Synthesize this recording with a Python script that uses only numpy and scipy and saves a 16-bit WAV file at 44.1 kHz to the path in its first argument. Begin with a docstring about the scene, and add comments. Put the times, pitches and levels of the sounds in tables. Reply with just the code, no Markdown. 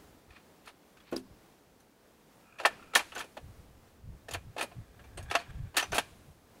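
"""Aluminium ladder against a cabin wall

Outdoors in quiet country, one microphone, near enough that the surroundings answer only faintly.
A telescopic ladder is leaned on the wooden wall with a thump, then pulled up section by section.
Its tubes rub, catch and lock in bursts of short clacks, each leaving a faint hollow ring.
The trees keep up a low hush, and a light wind buffets the microphone."""
import sys
import numpy as np
from scipy import signal
from scipy.fft import rfft, irfft, next_fast_len
from scipy.io import wavfile
from scipy.ndimage import uniform_filter1d, map_coordinates

SR = 44100
rng = np.random.default_rng(int(sys.argv[2]) if len(sys.argv) > 2 else 0)


def unload_wav(signal):
    """Save mono or channel-first audio to the path in sys.argv[1] as 16-bit WAV at rate SR, clipped to [-1, 1]."""
    wavfile.write(
        sys.argv[1],
        SR,
        np.round(np.clip(np.atleast_2d(signal).T, -1, 1) * 32767).astype(np.int16),
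    )


N = 291060

# hush of the trees: f/Hz, relative density/dB
HUSH_SPECTRUM = [(18, -48.5), (30, -18), (70, -21), (161, -3), (233, -1), (394, -4), (437, -3), (473, -4.5),
                 (1010, -11), (2900, -20), (3140, -20), (11700, -26.5), (16000, -26)]
# its course: t/s, level/dB
HUSH_COURSE = [(0, -59), (.6, -62), (1.5, -62), (2.2, -62.5), (4, -62.5), (6.6, -61.5)]
# wind on the microphone: f/Hz, relative density/dB
WIND_SPECTRUM = [(12, -39.5), (20, -5), (65, 2), (102, 1.5), (179, -9), (247, -22.5), (350, -28),
                 (460, -65), (770, -120)]
# the breeze, freshening halfway through: t/s, relative level/dB
BREEZE_COURSE = [(0, -65.5), (.9, -74), (2.8, -73), (3.6, -60), (5.0, -59.5), (5.9, -59), (6.6, -70)]
# puffs on top of it: middle t/s, half length/s, relative level/dB
WIND_PUFFS = [(.31, 0.024, -53.5), (1.16, 0.045, -58), (1.32, 0.047, -57.5), (3.47, .06, -48),
              (3.6, 0.028, -51.5), (4.1, 0.056, -43), (4.36, 0.045, -43), (4.48, 0.031, -45.5),
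              (4.79, 0.03, -40.5), (5.23, 0.088, -43.5), (5.5, 0.014, -43), (5.61, 0.064, -37),
              (5.92, .03, -39.5), (6.3, .03, -53)]
# tubes, collars and pins striking:
# t/s, level/dB, low knock/dB, bright edge/dB, loss per rebound/dB, struck part's f/Hz
STRIKES = [(0.304, -53, -6, -3, 4, 2430), (0.361, -46.5, -14, -12, 15, 2440),
           (0.657, -55, -4, 8.5, 10, 4440), (0.674, -43, -0.5, -0.5, 6, 1256),
           (0.969, -53, -22, -1, 12, 1550), (1.001, -53.5, -18, -2, 12, 3400),
           (1.113, -54, -8, 6.5, 12, 14000), (1.125, -41, 22, 0, 8.5, 645), (1.16, -43.5, 5, 9.5, 7, 3900),
           (1.8, -62, -6, 10, 15, 6200), (2.586, -39, -7, -6, 10.5, 2440),
           (2.598, -36.5, 11, -2.5, 8, 1326), (2.633, -39.5, 6, -4.5, 6.5, 670),
           (2.65, -13.5, -1, -22, 20, 1770), (2.654, -19, 2, 0.5, 18, 658),
           (2.795, -50, -20, -13.5, 20, 1340), (2.824, -48, -20, -16, 20, 1370),
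           (2.935, -34.5, 0.5, -6, 1, 1340), (2.951, -18.5, -13.5, 5, 5, 3260),
           (2.955, -17.5, -1.5, -1, 11, 1813), (2.992, -28, 0, -2, 9, 2420), (3.12, -40, 1, -9, 8, 2760),
           (3.15, -41, 0, 6, 8, 6240), (3.161, -31.5, 0.5, -12.5, 13, 1490), (3.179, -37.5, 0, 2, 20, 7000),
           (3.191, -36.5, 0, 6, 8, 3220), (3.204, -31, -2, -6, 12, 1286), (3.241, -48.5, 10.5, 3, 12, 710),
           (3.368, -40.5, 11.5, -1.5, 18, 842), (4.284, -41, 8.5, 3.5, 19, 1753),
           (4.309, -38.5, 7.5, 6, 9, 6930), (4.335, -34.5, 0, 7.5, 20, 3220),
           (4.345, -31.5, 3, -11, 14, 2450), (4.564, -41, 15, -4.5, 3, 660),
           (4.58, -32.5, 5, -1.5, 0.5, 887), (4.609, -27.5, 2, 0, 11, 2455),
           (4.625, -34, 11.5, 5.5, 12, 8730), (4.714, -50, 9, -12, 20, 1036),
           (4.992, -50, 5.5, -6, 18, 1630), (5.04, -52, 5, -3, 10.5, 2370),
           (5.173, -39.5, 9.5, 1.5, 5.5, 8660), (5.225, -52.5, 10, 9, 11, 6530),
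           (5.299, -39.5, -1, 0, 6, 3420), (5.311, -27, 2.5, -4, 9, 1286), (5.339, -33.5, 5, -6, 12, 1845),
           (5.351, -15, -6, -7, 21, 691), (5.387, -40, 0.5, -3, 1, 4370), (5.743, -43, 5, -6, -4, 954),
           (5.767, -22, -19, 5.5, 20, 2820), (5.771, -24, 0.5, 7.5, 14, 4300),
           (5.781, -22.5, -13, 1, 19, 1770), (5.795, -25, -2.5, 0.5, 9.5, 3100),
           (5.825, -29.5, 3, -4, 9, 6000), (5.919, -34.5, 2, 1, 12, 6160), (5.928, -29, 4, -4, 14, 1490),
           (5.943, -30.5, 6, 6, 0, 2440), (5.981, -20, 0.5, 1, 17, 1620)]
# mean colour of a clack: f/Hz, relative density/dB
CLACK_SPECTRUM = [(100, -50.5), (170, -9.5), (563, -2.5), (631, -1.5), (1080, -2.5), (1760, -2), (2010, -6),
                  (2480, -3), (3000, -7.5), (4480, -9.5), (4920, -11.5), (10300, -17), (14000, -26.5),
                  (16000, -32)]
# damped resonances of the frame: f/Hz, width/Hz, boost/dB
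FRAME_RESONANCES = [(654, 20, 2.5), (708.5, 21, 7.5), (820, 38, 5.5), (962, 43, 3.5), (1108, 11.7, 9.5),
                    (1300, 45, 5), (1467, 18, -2), (1764, 52, 5.5), (1866, 40, 3.5), (2310, 31, -2.5),
                    (2410, 25.4, -7), (2548, 46, 7), (2690, 34, 9), (2873, 24, 10), (3133, 80, -1),
                    (3205, 57, 7.5), (3540, 95, 2.5), (4460, 85, 8), (6500, 240, 4)]
# lingering modes of the tubes: f/Hz, relative level/dB, t60/s
TUBE_MODES = [(720, -25, .12), (1340, -31, .2), (1660, -30, .16), (1790, -23, .1), (2340, -28, .17),
              (2450, -28, .22), (2740, -28, .11), (3220, -28, .11)]
# the struck section, changing with its free length and the grip: t/s, lowest f/Hz, t60/s
STRUCK_SECTION = [(0, 200, 0.056), (2.58, 350, 0.096), (2.7, 350, 0.038), (2.93, 213, 0.072),
                  (4.6, 231, 0.076), (5.35, 258, 0.054), (5.8, 238, 0.08), (6, 215, 0.064)]
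# a pin snaps home and rebounds as the ladder settles on the wall: t/s, f/Hz, level/dB, t60/s
PIN_SNAPS = [(1.1654, 4800, -17.5, 0.004), (1.169, 5580, -33.5, 0.0076)]
# scrapes as the ladder is shifted into place: middle t/s, half length/s, level/dB
SHIFT_SCRAPES = [(.35, 0.047, -62), (.68, 0.032, -57.5), (1.1, 0.055, -62.5)]
# friction of two tubes sliding out, one list a stroke: t/s, level/dB
SLIDE_STROKES = [
    [(2.3, -89), (2.5, -63.5), (2.62, -63), (2.8, -66), (2.92, -61.5), (3.1, -83)],
    [(4.5, -75), (4.75, -74.5), (5.1, -69), (5.3, -56.5), (5.55, -63), (5.7, -68.5), (5.9, -101)],
]
# hollow tube resonances, a list for the scrapes, then one a stroke: f/Hz, width/Hz, relative level/dB
BORE_RESONANCES = [
    [(1100, 500, -2), (2450, 900, 0), (4300, 1200, -6)],
    [(720, 80, -8), (1330, 80, 3), (1680, 120, -8), (2450, 130, -1), (2850, 200, -13), (6770, 500, -22)],
    [(720, 100, -4), (1150, 200, -7), (1640, 110, 2), (2400, 200, -8), (3400, 400, -14), (8600, 900, -23)],
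]
# the ladder's top meets the wall: t/s, level/dB
WALL_BUMPS = [(1.1232, -29), (1.145, -37), (1.162, -34.5)]
# modes of the planks: f/Hz, relative level/dB, t60/s
PLANK_MODES = [(190, -22, 0.62), (210, -16.5, 0.29), (257, -5, 0.26), (343.6, -0.5, 0.12),
               (389, -5.5, 0.15), (500, -6, 0.036), (637, -10, 0.058), (778, -11, .05), (1065, -11, 0.046),
               (1465, -12, 0.046)]
# decay of the outdoor echo: f/Hz, t60/s
ECHO_DECAY = [(200, 1.3), (1500, 0.96), (5000, 1), (14000, 2.5)]
# its colour: f/Hz, gain/dB
ECHO_GAIN = [(200, 7), (1500, -7), (5000, -0.5), (12000, -1)]


def amp(db):
    return 10 ** (np.asarray(db) / 20)


def unit_rms(x):
    return x / np.sqrt(np.mean(x ** 2) + 1e-20)


def along(points, hz):
    """Read (f/Hz, value) points on a log frequency axis."""
    f, values = np.transpose(points)
    return np.interp(np.log(hz + 1), np.log(f + 1), values)


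def curve(rows):
    """One value per sample from (t/s, value) rows."""
    return np.interp(np.arange(N) / SR, *np.transpose(rows))


def swells(rows):
    """A gain that rises and falls once for each (middle t/s, half length/s, level/dB) row."""
    t = np.arange(N) / SR
    return sum(amp(db) * np.exp(-((t - s) / half) ** 2) for s, half, db in rows)


def fade(t, t60):
    """Exponential decay, 60 dB down after t60."""
    return np.exp(-np.log(1000) * t / t60)


def wobble(rate):
    """A smooth random curve, rate knots a second."""
    return map_coordinates(rng.standard_normal(int(N * rate / SR) + 4), [np.arange(N) * rate / SR])


def filtered(x, response):
    """Shape x by a function of frequency."""
    size = next_fast_len(len(x) + 8192)
    return irfft(rfft(x, size) * response(np.fft.rfftfreq(size, 1 / SR)), size)[:len(x)]


def noise(spectrum):
    """Coloured noise of rms 1."""
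    return unit_rms(filtered(rng.standard_normal(N), lambda hz: amp(along(spectrum, hz))))


def add(track, s, sound):
    """Mix a sound into the track at s seconds."""
    part = track[max(round(s * SR), 0):][:len(sound)]
    part += sound[:len(part)]


def ring(modes, t, scatter_db):
    """Damped modes, each struck at a random strength and sign."""
    hz, db, t60 = np.transpose(modes)[:, :, None]
    gain = amp(db + scatter_db * rng.standard_normal(hz.shape)) * rng.choice([-1, 1], hz.shape)
    return np.sum(gain * np.sin(2 * np.pi * hz * t) * fade(t, t60), axis=0)


def tree_hush(drift_db=1.3):
    """The trees around the cabin give a nearly steady hush."""
    return amp(curve(HUSH_COURSE) + drift_db * wobble(rate=6.7)) * noise(HUSH_SPECTRUM)


def wind_on_microphone(gain_db=-1, flutter_db=2.5):
    """Eddies of a fluttering breeze and its puffs rumble right on the microphone."""
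    eddies = noise(WIND_SPECTRUM)
    power = np.abs(uniform_filter1d(eddies ** 2, size=4000))
    eddies /= np.sqrt(power + 1e-6)  # the gusts alone set their strength
    breeze = amp(curve(BREEZE_COURSE) + flutter_db * wobble(rate=14))
    return amp(gain_db) * np.hypot(breeze, swells(WIND_PUFFS)) * eddies


def rebounds(count=2, flight_s=.0125, scatter=.12):
    """Loose parts strike and fall back, mostly weaker: yields t/s, level/dB, knock/dB, edge/dB."""
    for s, db, knock_db, edge_db, loss_db, _ in STRIKES:
        flights = flight_s * np.exp(scatter * rng.standard_normal(count))
        for k, delay in enumerate(np.cumsum([0, *flights])):
            if k * loss_db < 20:
                yield s + delay, db - k * loss_db, knock_db, edge_db


def ladder_clacks(hold_s=0.0017, edge_t60=0.063, shiver_db=-23, shiver_t60=0.29, tubes_db=2):
    """Each blow shakes a crowd of frame modes that plastic collars soon damp; a few tube modes ring on."""
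    t = np.arange(16384) / SR
    hz = np.fft.rfftfreq(len(t), 1 / SR)

    def crowd(gain):
        """Dense modes in random phase."""
        return irfft(gain * np.exp(2j * np.pi * rng.random(len(hz))))

    def ripple(size):
        """Noise smoothed over size points."""
        return unit_rms(signal.fftconvolve(rng.standard_normal(len(t)), np.hanning(size), "same"))

    frame = amp(sum(db / (1 + (2 * (hz - f) / width) ** 2) for f, width, db in FRAME_RESONANCES))
    body = frame * amp(along(CLACK_SPECTRUM, hz))
    body /= np.std(irfft(body))
    treble = 1 / (1 + (4000 / (hz + 1)) ** 4)
    upper_modes = ripple(size=70)  # the frame's fine upper resonances, alike for all blows
    free_s = np.maximum(t - hold_s, 0)  # the parts stay in touch for a moment, then ring freely
    when, lowest_hz, section_t60 = np.transpose(STRUCK_SECTION)
    track = np.zeros(N)
    for s, db, knock_db, edge_db in rebounds():
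        tilt = [(550, knock_db), (1200, 0), (2600, 0.0082), (6500, edge_db), (14000, 1.54 * edge_db)]
        colour = body * amp(along(tilt, hz))
        # each point of contact favours its own share of the upper modes
        favour = amp(3 * upper_modes + 2.2 * ripple(size=330) - 1.5)[:len(hz)]
        clack = crowd(colour * np.sqrt(1 - treble)) * fade(free_s, np.interp(s, when, section_t60))
        edge = crowd(colour * favour * np.sqrt(treble)) * fade(free_s, edge_t60)
        chatter = unit_rms(amp(ripple(size=100)))  # loose parts chatter by about 1 dB
        shiver = crowd(colour / frame * amp(shiver_db - 3 * treble)) * fade(t, shiver_t60)
        tubes = amp(tubes_db) * ring(TUBE_MODES, t, scatter_db=3)
        rise_s = 0.0014 * amp(-0.27 * (db + 17))  # light contacts graze and build up more slowly
        blow = amp(db) * (1 - np.exp(-t / rise_s)) * (chatter * (clack + edge) + shiver + tubes)
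        # thin tubes radiate almost nothing below their lowest note
        low_cut = signal.butter(6, np.interp(s, when, lowest_hz), "highpass", fs=SR, output="sos")
        add(track, s, signal.sosfilt(low_cut, blow))
    return track


def pin_pings(ping_db=-6, ping_t60=.05, attack_s=0.00069, spread=.016, linger_db=-17, linger_ratio=2.7):
    """The struck pin or collar rings in a tight cluster of modes; a faint part lingers."""
    t = np.arange(SR // 4) / SR
    track = np.zeros(N)
    notes = [(s, hz, db + ping_db, ping_t60) for s, db, *_, hz in STRIKES]
    for s, hz, db, t60 in PIN_SNAPS + notes:
        detune, phase = rng.standard_normal((2, 8, 1))
        cluster = np.sin(2 * np.pi * (hz * (1 + spread * detune) * t + phase)).sum(axis=0)
        decay = fade(t, t60) + amp(linger_db) * fade(t, linger_ratio * t60)
        envelope = decay * (1 - np.exp(-t / attack_s))
        add(track, s, amp(db) * unit_rms(cluster * envelope) * np.sqrt(np.mean(envelope ** 2)))
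    return track


def sliding_tubes(roughness_db=3):
    """Uneven friction sounds each hollow tube as it is shifted or drawn out."""
    t = np.arange(N) / SR
    track = np.zeros(N)
    strokes = [amp(curve(rows)) * (t > rows[0][0]) * (t < rows[-1][0]) for rows in SLIDE_STROKES]
    for friction, modes in zip([swells(SHIFT_SCRAPES)] + strokes, BORE_RESONANCES):
        def bore(hz):
            """The tube's resonances, alternating in sign."""
            return sum((-1) ** k * amp(db) * 1j * hz * width / (f * f - hz * hz + 1j * hz * width)
                       for k, (f, width, db) in enumerate(modes))

        rub = rng.standard_normal(N) * amp(roughness_db * wobble(rate=160))
        track += friction * unit_rms(filtered(rub, bore))
    return track


def wall_thumps(attack_s=0.001):
    """The rubber-capped top thumps the cabin's planks and rebounds."""
    t = np.arange(SR // 2) / SR
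    track = np.zeros(N)
    for s, db in WALL_BUMPS:
        add(track, s, amp(db) * (1 - np.exp(-t / attack_s)) * ring(PLANK_MODES, t, scatter_db=1))
    return track


def outdoor_echo(x, build_s=.03):
    """Trees and ground scatter the sound back to the microphone as a long, thin, diffuse tail."""
    hz, t, spectrum = signal.stft(x, SR, nperseg=256)
    power = uniform_filter1d(np.abs(spectrum) ** 2, size=9, axis=0)  # scattering blurs the ringing
    decay = (fade(t, along(ECHO_DECAY, hz)[:, None]) * (1 - np.exp(-t / build_s))) ** 2
    decay /= decay.sum(axis=1, keepdims=True)
    lingering = np.abs(signal.fftconvolve(power, decay, axes=1))[:, :len(t)]
    diffuse = signal.stft(rng.standard_normal(N), SR, nperseg=256)[2]
    tail = diffuse / np.std(diffuse) * np.sqrt(lingering) * amp(along(ECHO_GAIN, hz))[:, None]
    return signal.istft(tail, SR, nperseg=256)[1][:N]


def scene(echo_db=-26):
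    """At the microphone: ladder and wall up front, faint echo and trees behind, wind on top."""
    ladder = ladder_clacks() + pin_pings() + sliding_tubes() + wall_thumps()
    return (ladder + amp(echo_db) * outdoor_echo(ladder) + tree_hush() + wind_on_microphone())[None]


def record(dry, top_hz=15850):
    """One mono channel, cut off steeply at the recorder's band limit."""
    return filtered(dry[0], lambda hz: 1 / (1 + (hz / top_hz) ** 160))[None]


dry = scene()
out = record(dry)
unload_wav(out)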